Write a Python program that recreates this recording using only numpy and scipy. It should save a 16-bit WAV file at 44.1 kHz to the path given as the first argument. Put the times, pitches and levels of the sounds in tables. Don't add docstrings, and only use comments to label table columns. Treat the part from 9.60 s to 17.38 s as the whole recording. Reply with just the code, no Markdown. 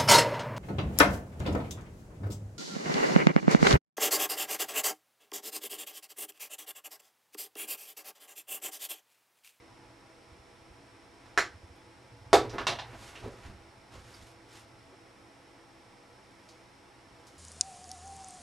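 import sys
import numpy as np
from scipy import signal
from scipy.fft import rfft, irfft, next_fast_len
from scipy.io import wavfile

SR = 44100
rng = np.random.default_rng(int(sys.argv[2]) if len(sys.argv) > 2 else 0)


def transcribe(u):
    v = np.clip(np.atleast_2d(u).T, -1, 1)
    q = np.round(v * 32767).astype(np.int16)
    wavfile.write(sys.argv[1], SR, q)


N = 343098
TIME = np.arange(N) / SR
HIT_SIZE = 32768
PUTT_S, PUTT_DB = 1.776, 21.5
DROP_S, DROP_DB = 2.7303, 33.1


def from_db(db):
    return 10 ** (np.asarray(db) / 20)


def rms_one(x):
    return x / np.sqrt(np.mean(x ** 2) + 1e-20)


def at_hz(points, hz):
    frequencies, values = np.transpose(points)
    return np.interp(np.log(np.maximum(hz, 1)), np.log(frequencies), values)


def bins(size):
    return np.arange(size // 2 + 1) * SR / size


def peaks(table, hz):
    return sum(db * np.exp(-2 * ((hz - centre) / width) ** 2) for centre, width, db in table)


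def add(out, s, sound):
    start = int(round(s * SR))
    out[:, start:start + sound.shape[-1]] += sound[..., :N - start]


def drift(rate):
    knots = rng.standard_normal(4096)
    return np.interp(TIME * rate, np.arange(len(knots)), knots)


def swell(s, rise, t60):
    db = np.where(TIME < s, -20 * ((s - TIME) / rise) ** 2, -60 * (TIME - s) / t60)
    return from_db(np.maximum(db, -200))


def bell_curve(s, half_length):
    return np.exp(-np.minimum(((TIME - s) / half_length) ** 2, 40))


def stereo_spectrum(size, side_db=0.0):
    # (frequency [Hz], level of the difference [dB])
    width = [(100, -21), (400, -20), (1200, -13.5), (2500, -16), (7000, -15.5), (13000, -17)]
    mid, side = rfft(rng.standard_normal((2, size)))
    return mid + from_db(side_db + at_hz(width, bins(size))) * side * [[1], [-1]]


def noise(colour, side_db=0.0):
    size = next_fast_len(N)
    spectrum = stereo_spectrum(size, side_db) * from_db(at_hz(colour, bins(size)))
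    return rms_one(irfft(spectrum, size)[:, :N])


def room(direct_db, bright_hz, build_s=0.00097):
    # (delay [s], level against the direct sound [dB])
    echoes = [(.0031, -7), (.0069, -13.5), (0.0101, -8), (0.0165, -19), (.0315, -12.5)]
    # (frequency [Hz], t60 [s])
    fade_times = [(100, 0.35), (300, 0.22), (600, 0.21), (1500, .23), (4000, 0.23), (10000, 0.18)]
    t, hz = TIME[:HIT_SIZE], bins(HIT_SIZE)
    early = np.zeros(HIT_SIZE)
    for delay, db in [(0.00026, 0.0047)] + echoes:
        early[int(delay * SR)] += from_db(db + direct_db)
    early = signal.sosfilt(signal.butter(1, bright_hz, fs=SR, output="sos"), early)
    white, tail = stereo_spectrum(HIT_SIZE), 0
    edges = np.r_[0, np.geomspace(140, 14000, 19), SR / 2]
    for low, high in zip(edges, edges[1:]):
        decay = from_db(-60 * t / at_hz(fade_times, (low + high) / 2)) * (1 - np.exp(-t / build_s))
        band = irfft(white * ((hz >= low) & (hz < high))) * decay
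        tail = tail + rms_one(band) * np.sqrt(2 * (high - low) / SR / HIT_SIZE)
    return rms_one(early + tail) / np.sqrt(HIT_SIZE)


def contact(colour_db, response):
    cepstrum = irfft(np.log(from_db(colour_db)))
    cepstrum[1:HIT_SIZE // 2] *= 2
    cepstrum[HIT_SIZE // 2 + 1:] = 0
    return -irfft(np.exp(rfft(cepstrum)) * rfft(response))


def ringing(tones):
    t = TIME[:HIT_SIZE]
    return sum((-1) ** k * from_db(db - 60 * t / t60) * np.sin(2 * np.pi * hz * t)
               for k, (hz, db, t60) in enumerate(tones))


def camcorder(hiss_db=-56.5, bearing_db=-75.5, throb_hz=39.7, throb_db=4.0):
    # (frequency [Hz], width [Hz], level [dB])
    resonances = [(123, 14.6, -70), (283.1, 7.6, -68), (329.6, 8, -69), (478.7, 13, -70.5),
                  (658, 26, -73.5), (800, 8.7, -75.5), (867, 8.2, -73), (988, 20, -77), (1334, 22, -75.5),
                  (2090, 580, -70), (8020, 200, -86.5), (8550, 210, -86)]
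    # (frequency [Hz], level [dB])
    bearing_colour = [(4300, -40), (5050, 4.5), (5350, 9), (5480, 2.5), (5750, -25), (6500, -41)]
    # (frequency [Hz], level [dB])
    hiss_colour = [(15, -32), (25, -12.5), (108, -6), (250, -10), (325, -4), (361, -8.5), (494, -8.5),
                   (609, -10.5), (833, -9), (1230, -13.5), (3080, -21), (5340, -25), (6250, -29.5),
                   (10500, -35.5), (13000, -44)]
    size = next_fast_len(N)
    power = sum(from_db(db) ** 2 / width / (1 + (2 * (bins(size) - hz) / width) ** 4)
                for hz, width, db in resonances)
    motor = irfft(stereo_spectrum(size, side_db=8.0) * np.sqrt(power * SR / 2), size)[:, :N]
    throb = throb_db * np.sin(2 * np.pi * throb_hz * TIME)
    bearing = from_db(bearing_db + throb) * noise(bearing_colour)
    return motor + bearing + from_db(hiss_db) * noise(hiss_colour, side_db=9.5)


def head_drum(spin_hz=149.85, wobble_turns=.0015, size=4096):
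    # (frequency [Hz], level of each tone [dB])
    buzz = [(3000, -102), (4500, -101.5), (5600, -93.5), (6500, -95), (8300, -96), (9200, -96.5),
            (10200, -96), (12400, -104)]
    # (multiple of the spin rate, level [dB])
    whine = [(36, -76.5), (38, -82.5), (40, -86.5), (54, -86.5), (56, -88), (66, -89.5), (68, -91.5),
             (70, -92.5), (72, -93.5)]
    multiples = np.arange(20, 84)
    tones = np.zeros(size // 2 + 1, complex)
    tones[multiples] = from_db(at_hz(buzz, multiples * spin_hz))
    for multiple, db in whine:
        tones[multiple] = from_db(db)
    phases = np.exp(2j * np.pi * rng.random(len(tones)))
    one_turn = irfft(tones * phases) * size / np.sqrt(2)
    turns = spin_hz * TIME + wobble_turns * drift(11)
    return np.interp(turns, np.arange(size) / size, one_turn, period=1)


def ticks(ring_height_db=22.0):
    # (time [s], level [dB], ring pitch [Hz], ring width [octaves])
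    clicks = [(2.157, -18, 3380, .1), (4.54, -12.5, 4930, .3), (6.889, -17.5, 4670, 0.96),
              (7.669, -21, 5750, 1.15)]
    out, hz = np.zeros((2, N)), bins(HIT_SIZE) + 1
    response = room(direct_db=-5.0, bright_hz=9000, build_s=0.00041)
    for s, db, ring_hz, octaves in clicks:
        ring = np.exp(-(np.log2(hz / ring_hz) / octaves) ** 2)
        add(out, s, contact(db + ring_height_db * (ring - 1), response))
    return out


def cloth(grain_db=2.5, split_hz=3000):
    # (frequency [Hz], level [dB])
    colour = [(200, -2), (600, -2), (1200, 0), (2500, -3.5), (4500, -6.5), (7000, -9), (10000, -14),
              (13000, -21.5)]
    # (time [s], level [dB], half length [s], brightness [dB])
    strokes = [(1.686, -67, 0.092, -9.5), (3.451, -53.5, 0.065, 2), (3.54, -55, 0.25, -0.5),
               (3.855, -55.5, .075, -3), (4.362, -52.5, 0.043, -2), (4.528, -56.5, 0.12, 0.5),
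               (4.673, -60.5, 0.056, 2.5), (4.967, -54, 0.062, 1), (6.897, -71, 0.26, 1.5),
               (7.76, -65.5, 0.25, 0.5)]
    slide = noise(colour)
    dull = signal.sosfilt(signal.butter(1, split_hz, fs=SR, output="sos"), slide)
    body = treble = 0
    for s, db, half, bright_db in strokes:
        stroke = from_db(db) * bell_curve(s, half)
        body = np.hypot(body, stroke * from_db(-bright_db))
        treble = np.hypot(treble, stroke * from_db(2 * bright_db))
    return (body * dull + treble * (slide - dull)) * from_db(grain_db * drift(250))


def bumps():
    # (time [s], bass [dB], knock [dB], rise [s], t60 [s])
    blows = [(3.657, -44.5, -39.5, 0.053, 0.39), (3.865, -46.5, -60.5, 0.042, 0.41),
             (3.905, -46.5, -69, 0.025, 0.4), (4.36, -48, -53.5, 0.026, 0.4), (4.63, -51, -64, 0.024, 0.19),
             (5.335, -75, -53.5, 0.026, 0.18)]
    # (frequency [Hz], level [dB])
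    bass_colour = [(25, -8), (50, -2.5), (85, 3), (130, -5.5), (200, -10.5), (500, -54)]
    # (frequency [Hz], level [dB])
    knock_colour = [(120, -23), (250, -5), (400, -0.5), (550, -5), (850, -12.5), (1500, -23.5),
                    (4000, -35.5), (10000, -62)]
    bass = sum(from_db(db) * swell(s, rise, t60) for s, db, _, rise, t60 in blows)
    knock = sum(from_db(db) * swell(s, rise, t60) for s, _, db, rise, t60 in blows)
    return bass * noise(bass_colour) + knock * noise(knock_colour)


def mat(start_m=1.5, cup_m=0.22, arrival_db=-53, shudder_db=-43.5, rise_s=0.0054):
    # (time [s], level [dB], half length [s])
    presses = [(.2, -62, 0.19), (1.2, -68.5, 0.7), (1.797, -61.5, 0.16), (4.556, -62, .15),
               (4.997, -62, 0.31)]
    # (frequency [Hz], level [dB])
    colour = [(12, -30), (28, -18), (55, -1.5), (90, -5), (120, 5), (180, -24), (400, -53)]
    # (time [s], level [dB], pitch [Hz])
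    thuds = [(.715, -47.5, 75), (.79, -53, 62), (1.1, -51, 60), (1.941, -44, 89), (2.03, -42.5, 86),
             (2.096, -47, 80), (2.515, -51, 113), (2.56, -53, 110), (2.61, -49, 106), (2.659, -44, 111)]
    distance = np.interp(TIME, [PUTT_S, DROP_S], [start_m, cup_m])
    approach = from_db(arrival_db) * cup_m / distance * (TIME > PUTT_S) * (TIME < DROP_S)
    shudder = from_db(shudder_db) * swell(DROP_S, rise_s, t60=4)
    press_power = sum((from_db(db) * bell_curve(s, half)) ** 2 for s, db, half in presses)
    out = np.sqrt(approach ** 2 + shudder ** 2 + press_power) * noise(colour)
    t = TIME[:HIT_SIZE]
    push = (t / rise_s) ** 2 * np.exp(-t / rise_s)
    for s, db, hz in thuds:
        add(out, s, from_db(db) * push / push.max() * np.sin(2 * np.pi * hz * t))
    return out


def rolling(rest_s=4.43, full_hum_db=-58.5, full_rattle_db=-53, lumpy_db=3.0):
    # (time [s], hum [dB], rattle [dB])
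    swerves = [(2.855, -38, -53), (2.965, -38, -48), (3.015, -42.5, -47), (3.127, -41, -38),
               (3.35, -52.5, -55)]
    # (frequency [Hz], level [dB])
    hum_colour = [(150, -15.5), (270, -6), (410, -4.5), (500, -7.5), (700, -12.5), (1000, -15), (3000, -58)]
    # (frequency [Hz], level [dB])
    rattle_colour = [(300, -21), (700, 0.5), (1100, -3), (1500, -4), (2000, -4.5), (8000, -32)]
    speed = np.interp(TIME, [DROP_S, rest_s], [1, 0], left=0)
    hum, rattle = from_db(full_hum_db) * speed, from_db(full_rattle_db) * speed
    for s, hum_db, rattle_db in swerves:
        surge = swell(s, rise=0.045, t60=0.2)
        hum = np.hypot(hum, from_db(hum_db) * surge)
        rattle = np.hypot(rattle, from_db(rattle_db) * surge)
    return (hum * noise(hum_colour) + rattle * noise(rattle_colour)) * from_db(lumpy_db * drift(70))


def clacks(ring_octaves=0.34, treble_hz=2600):
    # (time [s], level [dB], ring pitch [Hz], ring boost [dB], treble [dB], cut-off [Hz])
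    hits = [(2.895, -13, 5650, 9, 4, 12000), (2.9827, 11, 1310, 7, -11, 7000),
            (3.0685, 16.5, 1030, 2.5, 0, 8300), (3.119, -4, 657, 19, -23, 2000),
            (3.188, 1.5, 800, 12.5, 5.5, 3700), (3.555, -7.5, 2620, 8.5, -2.5, 7000)]
    # (frequency [Hz], level [dB])
    colour = [(60, -21), (120, -0.5), (230, -11), (420, -5), (950, -4.5), (1500, -5.5), (2300, -6),
              (3800, -5.5), (5700, -10), (8000, -16.5), (13000, -28)]
    # (frequency [Hz], width [Hz], boost [dB])
    resonances = [(674, 77, 3.6), (1040, 110, 4), (1770, 170, 3.8), (2750, 200, 4.5), (3630, 440, 3.4),
                  (4100, 180, 3.8), (5030, 260, 2.7), (5800, 250, 5.4)]
    out, hz = np.zeros((2, N)), bins(HIT_SIZE) + 1
    body = at_hz(colour, hz) + peaks(resonances, hz)
    for s, db, ring_hz, ring_db, treble_db, cut_hz in hits:
        ring = ring_db * np.exp(-(np.log2(hz / ring_hz) / ring_octaves) ** 2)
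        treble = treble_db / (1 + (treble_hz / hz) ** 4)
        top_cut = 10 * np.log10(1 + (hz / cut_hz) ** 4)
        response = room(direct_db=-6.5, bright_hz=4020, build_s=0.00015)
        add(out, s, contact(db + body + ring + treble - top_cut, response))
    return out


def putt():
    # (frequency [Hz], level [dB])
    colour = [(100, -20), (220, -20), (360, -4.5), (520, -8.5), (900, -7.5), (1350, -4), (1900, -1.5),
              (2800, -13), (3600, -16), (4400, -17), (5600, -15.5), (6500, -21.5), (8500, -26),
              (13000, -35.5)]
    # (frequency [Hz], width [Hz], boost [dB])
    resonances = [(373, 90, 1.5), (693, 55, 4), (1100, 97, 3.5), (1270, 90, 2.5), (1570, 150, 4),
                  (4150, 300, 8), (5330, 250, 4.5), (5930, 270, 7), (6750, 180, 12.5), (7240, 140, 12),
                  (7600, 160, 7), (9380, 300, 7)]
    # (pitch [Hz], level [dB], t60 [s])
    handle_tones = [(1107, -30, 0.15), (1303, -31, .15), (1553, -34, 0.28), (1595, -39, .28),
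                    (1710, -34, .25), (1784, -32, 0.22), (1900, -27, 0.14), (2010, -28, 0.16)]
    out, hz = np.zeros((2, N)), bins(HIT_SIZE)
    click_db = PUTT_DB + at_hz(colour, hz) + peaks(resonances, hz)
    response = room(direct_db=-0.5, bright_hz=2500)
    add(out, PUTT_S, contact(click_db, response) + ringing(handle_tones))
    return out


def drop():
    # (frequency [Hz], level [dB])
    colour = [(20, -44), (70, -18), (120, -9.5), (190, -23), (350, -2), (540, -6), (740, -3), (950, -8),
              (1400, -13), (1900, -17), (2900, -22), (4000, -19), (8000, -28), (13000, -39)]
    # (frequency [Hz], width [Hz], boost [dB])
    resonances = [(770, 38, 2), (776, 73, 5.5), (1090, 90, 2.5), (1320, 93, 3.6), (2205, 190, 6.4),
                  (3650, 310, 5.7), (4160, 200, 3), (4650, 286, 2.8), (7850, 254, 3.1)]
    # (pitch [Hz], level [dB], t60 [s])
    cup_tones = [(288, -33, 0.26), (325.2, -21, 0.33), (389.6, -19, 0.22), (421.4, -20, 0.37),
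                 (483, -23, 0.37), (510, -21, 0.22), (555, -28, 0.28), (682, -12.5, 0.13),
                 (715, -13, 0.122), (809, -15, 0.12), (1145, -31.5, 0.32), (1150, -34, 0.16),
                 (1303, -33, 0.26)]
    out, hz = np.zeros((2, N)), bins(HIT_SIZE)
    knock_db = DROP_DB + at_hz(colour, hz) + peaks(resonances, hz)
    response = room(direct_db=-4.5, bright_hz=3800, build_s=0.00044)
    add(out, DROP_S, contact(knock_db, response) + ringing(cup_tones))
    return out


def scene():
    # (frequency [Hz], left minus right [dB])
    balance = [(50, -3), (200, -1), (4000, -2), (9000, -1), (13000, 0)]
    action = putt() + drop() + clacks() + mat() + rolling() + bumps() + cloth() + ticks()
    size = next_fast_len(N)
    pan = from_db(at_hz(balance, bins(size)) / 2 * [[1], [-1]])
    panned = irfft(rfft(action, size) * pan, size)[:, :N]
    return panned + camcorder() * from_db([[-.5], [.5]])


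def record(dry, comb_hz=150.0, feedback=0.49, ceiling=.76, cutoff_hz=12600):
    size = next_fast_len(N + HIT_SIZE)
    hz = bins(size)
    turn_delay = np.exp(-2j * np.pi * hz / comb_hz)
    repeating = (1 - feedback) / 2 * (1 + turn_delay) / (1 - feedback * turn_delay)
    depth = np.interp(hz, [1000, 5000], [0.87, 1.0])
    out = irfft(rfft(dry, size) * (1 - depth * repeating), size)[:, :N] + head_drum()
    out = out / (1 + (out / ceiling) ** 6) ** (1 / 6)
    return signal.sosfilt(signal.ellip(8, .2, 80, cutoff_hz, fs=SR, output="sos"), out)


dry = scene()
out = record(dry)
transcribe(out)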